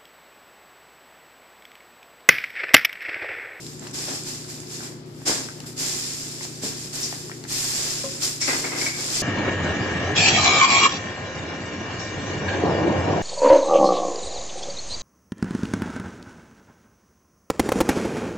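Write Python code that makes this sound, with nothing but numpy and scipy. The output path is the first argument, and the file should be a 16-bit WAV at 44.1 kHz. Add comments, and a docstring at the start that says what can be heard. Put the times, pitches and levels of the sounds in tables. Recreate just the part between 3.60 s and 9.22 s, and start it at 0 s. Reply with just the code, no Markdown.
"""A hand stirs and scoops dry kibble in a plastic bowl, close to a stereo microphone in a small hard room.
Countless pellet contacts merge into a rustle; clumps give way, and bumps set the bowl ringing.
Beside it a puppy smacks and crunches, shoving food across a plastic dish that takes a hollow knock.
A fan hums in the background, and each of the two microphone ports rings at its own treble pitch."""
import sys
import numpy as np
from scipy import signal
from scipy.fft import rfft, irfft, next_fast_len
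from scipy.io import wavfile

SR = 44100
rng = np.random.default_rng(int(sys.argv[2]) if len(sys.argv) > 2 else 0)


def bounce(signal):
    """Save signal as a 16-bit WAV file at the path given by the first command-line argument."""
    frames = np.transpose(np.atleast_2d(signal))
    limited = np.clip(frames, -1, 1)
    pcm = np.round(limited * 32767).astype(np.int16)
    wavfile.write(sys.argv[1], SR, pcm)


N = 247842
ROOM_T60_S, NEAR_T60_S = 0.74, 0.19
# The puppy's muzzle shoves food about. Each row: start in seconds, then chatter, grind and skid in dB.
MUZZLE_SHOVES = [(4.811, -34, -56, -17), (4.873, -24, -31, -34), (4.926, -31, -36, -32),
                 (5.036, -35, -34.5, -14), (5.113, -31, -37.5, -25), (5.158, -41, -39.5, -19),
                 (5.209, -43, -42, -12), (5.258, -35, -56, -9)]


def undb(db):
    """Decibels to gain."""
    return 10 ** (np.asarray(db) / 20)


def unit(x):
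    """Scale to rms 1."""
    return x / np.sqrt(np.mean(x ** 2))


def colour(x, points):
    """Causal filter through (Hz, dB) points, built from the cepstrum."""
    size = 8192
    hz, db = np.transpose(points)
    bin_hz = np.maximum(np.arange(size // 2 + 1) * SR / size, 1)
    gain = undb(np.interp(np.log(bin_hz), np.log(hz), db))
    cepstrum = irfft(np.log(gain))
    cepstrum[1:size // 2] *= 2
    cepstrum[size // 2 + 1:] = 0
    response = irfft(np.exp(rfft(cepstrum)))
    padded = next_fast_len(N + size, True)
    return irfft(rfft(x, padded) * rfft(response, padded), padded)[..., :N]


def fade(t60):
    """Half a second of exponential decay, falling 60 dB in t60 seconds."""
    return np.exp(-np.log(1000) * np.arange(SR // 2) / SR / t60)


def burst(t60):
    """A short crack of dying noise."""
    return rng.standard_normal(SR // 2) * fade(t60)


def resonate(x, hz, width_hz):
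    """One resonance, gain 1 at its centre."""
    return signal.lfilter(*signal.iirpeak(hz, hz / width_hz, fs=SR), x)


def add(track, start_s, sound, db):
    """Put a sound into the track with its peak at db."""
    start = int(start_s * SR)
    track[start:start + len(sound)] += (undb(db) * sound / np.abs(sound).max())[:N - start]


def swell(start_s, push_s, hold_s, settle_db_per_s):
    """Gain of one movement: it builds while pushed, holds, then dies as the food settles."""
    t = np.arange(N) / SR - start_s
    return np.clip(t / push_s, 0, 1) * undb(-settle_db_per_s * np.maximum(t - push_s - hold_s, 0))


def power_sum(swells, levels_db):
    """Overlapping movements add in power."""
    return np.sqrt(undb(levels_db) ** 2 @ swells ** 2)


def contacts(per_s, spread_db, spectrum):
    """Tiny random contacts of uneven hardness; only their long waves reach both ports alike."""
    hardness = undb(spread_db * np.minimum(rng.exponential(size=N), 5))
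    mid, side = (rng.random(N) < per_s / SR) * hardness * rng.standard_normal((2, N))
    side = colour(side, [(220, -12), (650, 0)])
    return unit(colour(np.array([mid + side, mid - side]), spectrum))


def reflect(x, wet_db, t60, lag_ms):
    """The direct sound reaches the left port lag_ms late; dense reflections differ at each port."""
    tails = np.array([burst(t60) for _ in range(2)])
    tails /= np.linalg.norm(tails, axis=1, keepdims=True)
    left = np.pad(x, (int(lag_ms * SR / 1000), 0))[:N]
    reflections = signal.fftconvolve(x[None], tails, axes=1)[:, :N]
    wet = undb(wet_db)
    return (np.array([left, x]) + wet * reflections) / np.hypot(1, wet)


def fan():
    """The room's fan hums steadily over moving air, whose bass is much alike at both ports."""
    # Blade, shaft and mains tones. Each row: frequency in Hz, level in dB, left minus right in dB.
    tones = [(120.5, -48, 0), (149.8, -45.5, 1.5), (180.4, -58, 3), (244.6, -55, -5), (363, -50, 1.5)]
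    # Rush of the air. Each row: frequency in Hz, gain in dB.
    air_spectrum = [(20, -33), (30, -25), (42, -29), (62, -8), (100, -6.5), (190, -3.5), (270, 2.5),
                    (400, 0), (520, -8.5), (700, -8.5), (1500, -20.5), (2500, -27), (5000, -29),
                    (9000, -47), (14500, -48)]
    t = np.arange(N) / SR
    hum = np.zeros((2, N))
    for hz, db, pan_db in tones:
        amplitude = np.sqrt(2) * undb(db + np.array([[pan_db], [-pan_db]]) / 2)
        hum += amplitude * np.sin(2 * np.pi * (hz * t + rng.random()))
    shared = colour(rng.standard_normal(N), [(150, 2), (350, 3), (700, -8), (2000, -49.5)])
    apart = colour(rng.standard_normal((2, N)), [(100, -1.5), (300, -5.5), (600, -4), (2000, 4)])
    return hum + undb(-42) * unit(colour(shared + apart, air_spectrum))


def chewing():
    """Each smack of the puppy is a brief crack, coloured by its small mouth and the hollow of the dish."""
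    # Smacks and bites. Each row: start in seconds, relative level in dB, mouth resonance in Hz.
    bites = [(0.223, -49, 899), (0.269, -31.5, 1710), (0.483, -31, 1320), (0.848, -38.5, 1380),
             (1.032, -41, 1280), (1.206, -32.5, 1470), (1.322, -41, 1270), (1.617, -39, 2130),
             (1.887, -26.5, 1300), (2.004, -39, 2340), (2.044, -40.5, 1140), (2.809, -31, 1920),
             (2.851, -35, 1890), (3.128, -36.5, 1110), (3.526, -26, 1970), (3.538, -41, 1790),
             (3.696, -32.5, 1110), (3.715, -30, 1920), (3.84, -35, 1940), (3.851, -33, 1720)]
    track = np.zeros(N)
    muzzle_band = signal.butter(3, [420, 2400], "bandpass", fs=SR, output="sos")
    for start_s, db, mouth_hz in bites:
        crack = burst(t60=0.0084)
        smack = resonate(crack, mouth_hz, width_hz=800) + resonate(crack, hz=720, width_hz=600)
        add(track, start_s, signal.sosfilt(muzzle_band, smack), db)
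    return undb(4.5) * reflect(track, wet_db=-4, t60=NEAR_T60_S, lag_ms=0.17)


def muzzle_gains():
    """Gains of the chatter and the grinding under the puppy's muzzle; all shoves share one shape."""
    starts, chatter_db, grind_db, _ = np.transpose(MUZZLE_SHOVES)
    swells = np.array([swell(s, push_s=0.0067, hold_s=0.02, settle_db_per_s=222) for s in starts])
    return power_sum(swells, chatter_db), power_sum(swells, grind_db)


def dish_scrape(chatter_gain):
    """Food shoved across the dish chatters, with sudden skids, and rings the dish's walls."""
    # Pellets scraping on plastic. Each row: frequency in Hz, gain in dB.
    scrape_spectrum = [(200, -24), (300, -17), (1200, 4.5), (1650, -8), (2050, 12), (2250, -13), (2550, 1),
                       (3200, -18), (8000, -18)]
    # Resonances of the walls. Each row: frequency in Hz, width in Hz, relative gain in dB.
    wall_modes = [(1614, 33, 5), (1920, 30, -22), (1980, 28, -31), (2265, 107, 1.5), (2440, 50, -13)]
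    skid_delay_s, skid_hz, skid_width_hz = 0.00309, 2070, 430
    chatter = contacts(per_s=1700, spread_db=-2, spectrum=scrape_spectrum) * chatter_gain
    skids = np.zeros(N)
    for start_s, _, _, db in MUZZLE_SHOVES:
        skid = resonate(burst(t60=0.068), skid_hz, skid_width_hz)
        add(skids, start_s + skid_delay_s, resonate(skid, skid_hz, skid_width_hz), db)
    scrape = undb(-6.5) * chatter + undb(-18.5) * reflect(skids, wet_db=0, t60=ROOM_T60_S, lag_ms=0.52)
    walls = sum(undb(db) * resonate(scrape, hz, width_hz) for hz, width_hz, db in wall_modes)
    return scrape + undb(15) * walls


def vessel_blows(events, modes, rattle_t60, rattle_db, wet_db):
    """A blow, followed by a short rattle of pellets, sets the modes of a plastic vessel ringing."""
    lowest_hz = 204  # such small vessels radiate little below this
    t = np.arange(SR // 2) / SR
    ring = sum(undb(db) * fade(t60) * np.sin(2 * np.pi * hz * t) for hz, db, t60 in modes)
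    ring = resonate(ring, hz=modes[1][0], width_hz=1600)  # the soft contact keeps to the low modes
    ring = signal.sosfilt(signal.butter(2, lowest_hz, "highpass", fs=SR, output="sos"), ring)
    track = np.zeros(N)
    for start_s, db in events:
        rattle = burst(rattle_t60)
        rattle *= undb(rattle_db) / np.linalg.norm(rattle)
        add(track, start_s, ring + signal.fftconvolve(rattle, ring)[:len(t)], db)
    return reflect(track, wet_db, ROOM_T60_S, lag_ms=0.05)


def dish_knock():
    """The puppy's dish takes one hollow knock and bounces."""
    # Knock and bounce. Each row: start in seconds, relative level in dB.
    knocks = [(4.44, -26), (4.459, -35)]
    # Ringing of the dish. Each row: frequency in Hz, relative level in dB, t60 in seconds.
    dish_modes = [(310, 0, .06), (500, -6, .13), (543, 0, .19), (690, -11, .08), (1055, -5, .07),
                  (1210, -12, .08)]
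    return undb(3.5) * vessel_blows(knocks, dish_modes, rattle_t60=0.05, rattle_db=-4, wet_db=-4)


def bowl_bumps():
    """The bowl gets bumped and rings low into the room."""
    # Bumps. Each row: start in seconds, relative level in dB.
    bumps = [(1.683, -38), (1.696, -31.5), (3.036, -30.5), (3.056, -37), (4.888, -42.5), (4.935, -45),
             (5.044, -38)]
    # Ringing of the bowl. Each row: frequency in Hz, relative level in dB, t60 in seconds.
    bowl_modes = [(214, -6, 0.2), (279.3, -2, 0.36), (300, -37, 0.4), (340, -2, 0.05), (426, -1, 0.088),
                  (475, -21, 0.13), (583, -10, 0.053)]
    return undb(12) * vessel_blows(bumps, bowl_modes, rattle_t60=0.19, rattle_db=-21, wet_db=-5)


def pellet_ticks():
    """Hard little pellets snap or click together, ringing for only a few milliseconds."""
    # Single ticks. Each row: start in seconds, relative level in dB, pitch in Hz.
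    ticks = [(0.0453, -43, 4140), (0.0658, -25.5, 4280), (0.195, -26.5, 7070), (0.271, -26.5, 4500),
             (0.2764, -29, 5520), (0.312, -29, 7200), (0.636, -26, 7230), (1.002, -26.5, 6840),
             (1.4601, -50, 5040), (1.6817, -11, 4400), (2.003, -27.5, 3680), (3.4324, -28.5, 7020),
             (3.839, -27.5, 4460)]
    track = np.zeros(N)
    for start_s, db, hz in ticks:
        add(track, start_s, resonate(burst(t60=0.013), hz, width_hz=2800), db)
    return undb(-2) * reflect(track, wet_db=-4, t60=NEAR_T60_S, lag_ms=0)


def collapsing_clumps():
    """A packed clump of pellets lets go in one sharp, quickly fading rush."""
    # Collapses. Each row: start in seconds, relative level in dB.
    collapses = [(0.271, -40), (3.428, -16.5), (4.631, -14.5), (4.8122, -13)]
    rush_hz, width_hz = 5500, 2800
    track = np.zeros(N)
    for start_s, db in collapses:
        rush = resonate(burst(t60=0.18), rush_hz, width_hz)
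        add(track, start_s, resonate(rush, rush_hz, width_hz), db)
    return undb(-4) * reflect(track, wet_db=4, t60=NEAR_T60_S, lag_ms=0)


def stirred_kibble(muzzle_press):
    """Close up, pellets rasp, crumbs fizz, and food pressed by hand or muzzle grinds along the plastic."""
    # The hand's strokes. Each row: start, push and hold in seconds, level in dB,
    # settling in dB per second, then grind and fizz offsets in dB.
    strokes = [(0, 0.0033, .11, -46.5, 61, -21, -10), (0.209, 0.017, 0.033, -49, 120, 2.5, -9),
               (0.328, 0.021, 0.21, -35, 96, -12.5, -13.5), (0.469, .012, 0.042, -46.5, 128, 3, -18),
               (0.639, 0.035, 0.016, -35.5, 56, -13, -13), (0.878, 0.017, 0.023, -41.5, 65, -11, -10.5),
               (1.048, 0.1, 0.01, -38, 127, -16, -12.5), (1.159, 0.079, 0.022, -41.5, 135, -5.5, -10.5),
               (1.452, 0.0086, .02, -65.5, 12, -6, -0.5), (1.51, 0.1, .05, -54, 83, -11, -8),
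               (1.651, 0.029, 0.011, -24, 94.5, -7.5, -16), (1.915, .06, 0.07, -55.5, 56, 1, -4),
               (2.056, .012, .005, -44, 141, -28, -5.5), (2.158, 0.051, 0.035, -29.5, 20.5, -18, -13),
               (2.8, 0.033, .01, -36, 255, -19, -19), (3.013, 0.03, 0.013, -31.5, 98.5, -13, -13),
               (3.106, 0.086, 0.064, -40, 96, -25, -12), (3.319, 0.024, 0.085, -34.5, 41, -13.5, -11),
               (3.869, 0.057, 0.16, -30, 40, -20.5, -10.5), (4.066, 0.11, 0.12, -31, 29.5, -14, -15.5),
               (4.598, 0.038, 0.011, -27, 113, -18.5, -10.5), (4.797, 0.016, 0.064, -30, 34, -18, -36),
               (4.862, 0.014, 0.11, -34, 60, -9, -10), (5.138, 0.068, 0.064, -30, 132, -11, -15.5),
               (5.3, 0.11, 0.1, -32.5, 52, -10, -14.5), (5.476, 0.074, .05, -28.5, 50, -15.5, -18.5)]
    # Bright rasp, fine fizz and dark grind. Each row: frequency in Hz, gain in dB.
    rasp_spectrum = [(200, 0), (900, -11), (2000, -3.5), (3200, -2.5), (5000, 2.5), (7500, -0.5),
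                     (9000, -4), (11000, -6.5), (14500, -11.5)]
    fizz_spectrum = [(3000, -10), (7000, -10), (9000, -5.5), (11000, -5), (14000, 4.5)]
    grind_spectrum = [(120, -16), (280, 19), (480, 11), (750, 8), (1200, 2.5), (1700, 3.5), (2600, -3.5),
                      (4000, -7), (9000, -29)]
    starts, pushes, holds, level_db, settling, grind_db, fizz_db = np.transpose(strokes)
    swells = np.array([swell(*shape) for shape in zip(starts, pushes, holds, settling)])
    press = np.hypot(power_sum(swells, level_db + grind_db), muzzle_press)
    rasp = contacts(per_s=16000, spread_db=-0.96, spectrum=rasp_spectrum) * power_sum(swells, level_db)
    fizz = contacts(per_s=13000, spread_db=1, spectrum=fizz_spectrum)
    fizz *= power_sum(swells, level_db + fizz_db)
    grind = contacts(per_s=3500, spread_db=1.5, spectrum=grind_spectrum) * press
    rustle = undb(-1.5) * rasp + undb(16.5) * fizz
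    # A millisecond later the bowl's walls start to throw the rustle back, combing it finely.
    walls = np.array([np.pad(burst(t60=0.06), (SR // 1000, 0)) for _ in range(2)])
    walls /= np.linalg.norm(walls, axis=1, keepdims=True)
    echoes = 0.25 * signal.fftconvolve(rustle, walls, axes=1)[:, :N]
    return rustle + echoes + undb(4.5) * grind


def scene():
    """Hand, puppy and fan as they arrive at the microphone."""
    blows = bowl_bumps() + dish_knock()
    chatter_gain, muzzle_press = muzzle_gains()
    food = stirred_kibble(muzzle_press) + collapsing_clumps() + dish_scrape(chatter_gain)
    return food + blows + chewing() + pellet_ticks() + fan()


def record(dry):
    """Each microphone port adds its own treble resonance; the top is cut steeply."""
    # Responses of the two ports. Each row: frequency in Hz, gain in dB.
    left_port = [(100, 0.5), (300, 0.5), (2200, 3), (3200, 3.5), (4200, 6), (5300, 10.5), (5900, 6.5),
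                 (6800, -0.5), (9000, -3.5), (11500, -6), (14500, -16.5)]
    right_port = [(100, 1), (300, -2.5), (2200, 0.5), (4200, -1), (5500, -0.5), (6400, 7), (7300, 13.5),
                  (8300, 7), (10000, 1.5), (12000, -2.5), (14500, -20.5)]
    top_hz = 14550
    ports = np.array([colour(dry[0], left_port), colour(dry[1], right_port)])
    return signal.sosfilt(signal.ellip(12, 0.2, 80, top_hz, fs=SR, output="sos"), ports)


dry = scene()
out = record(dry)
bounce(out)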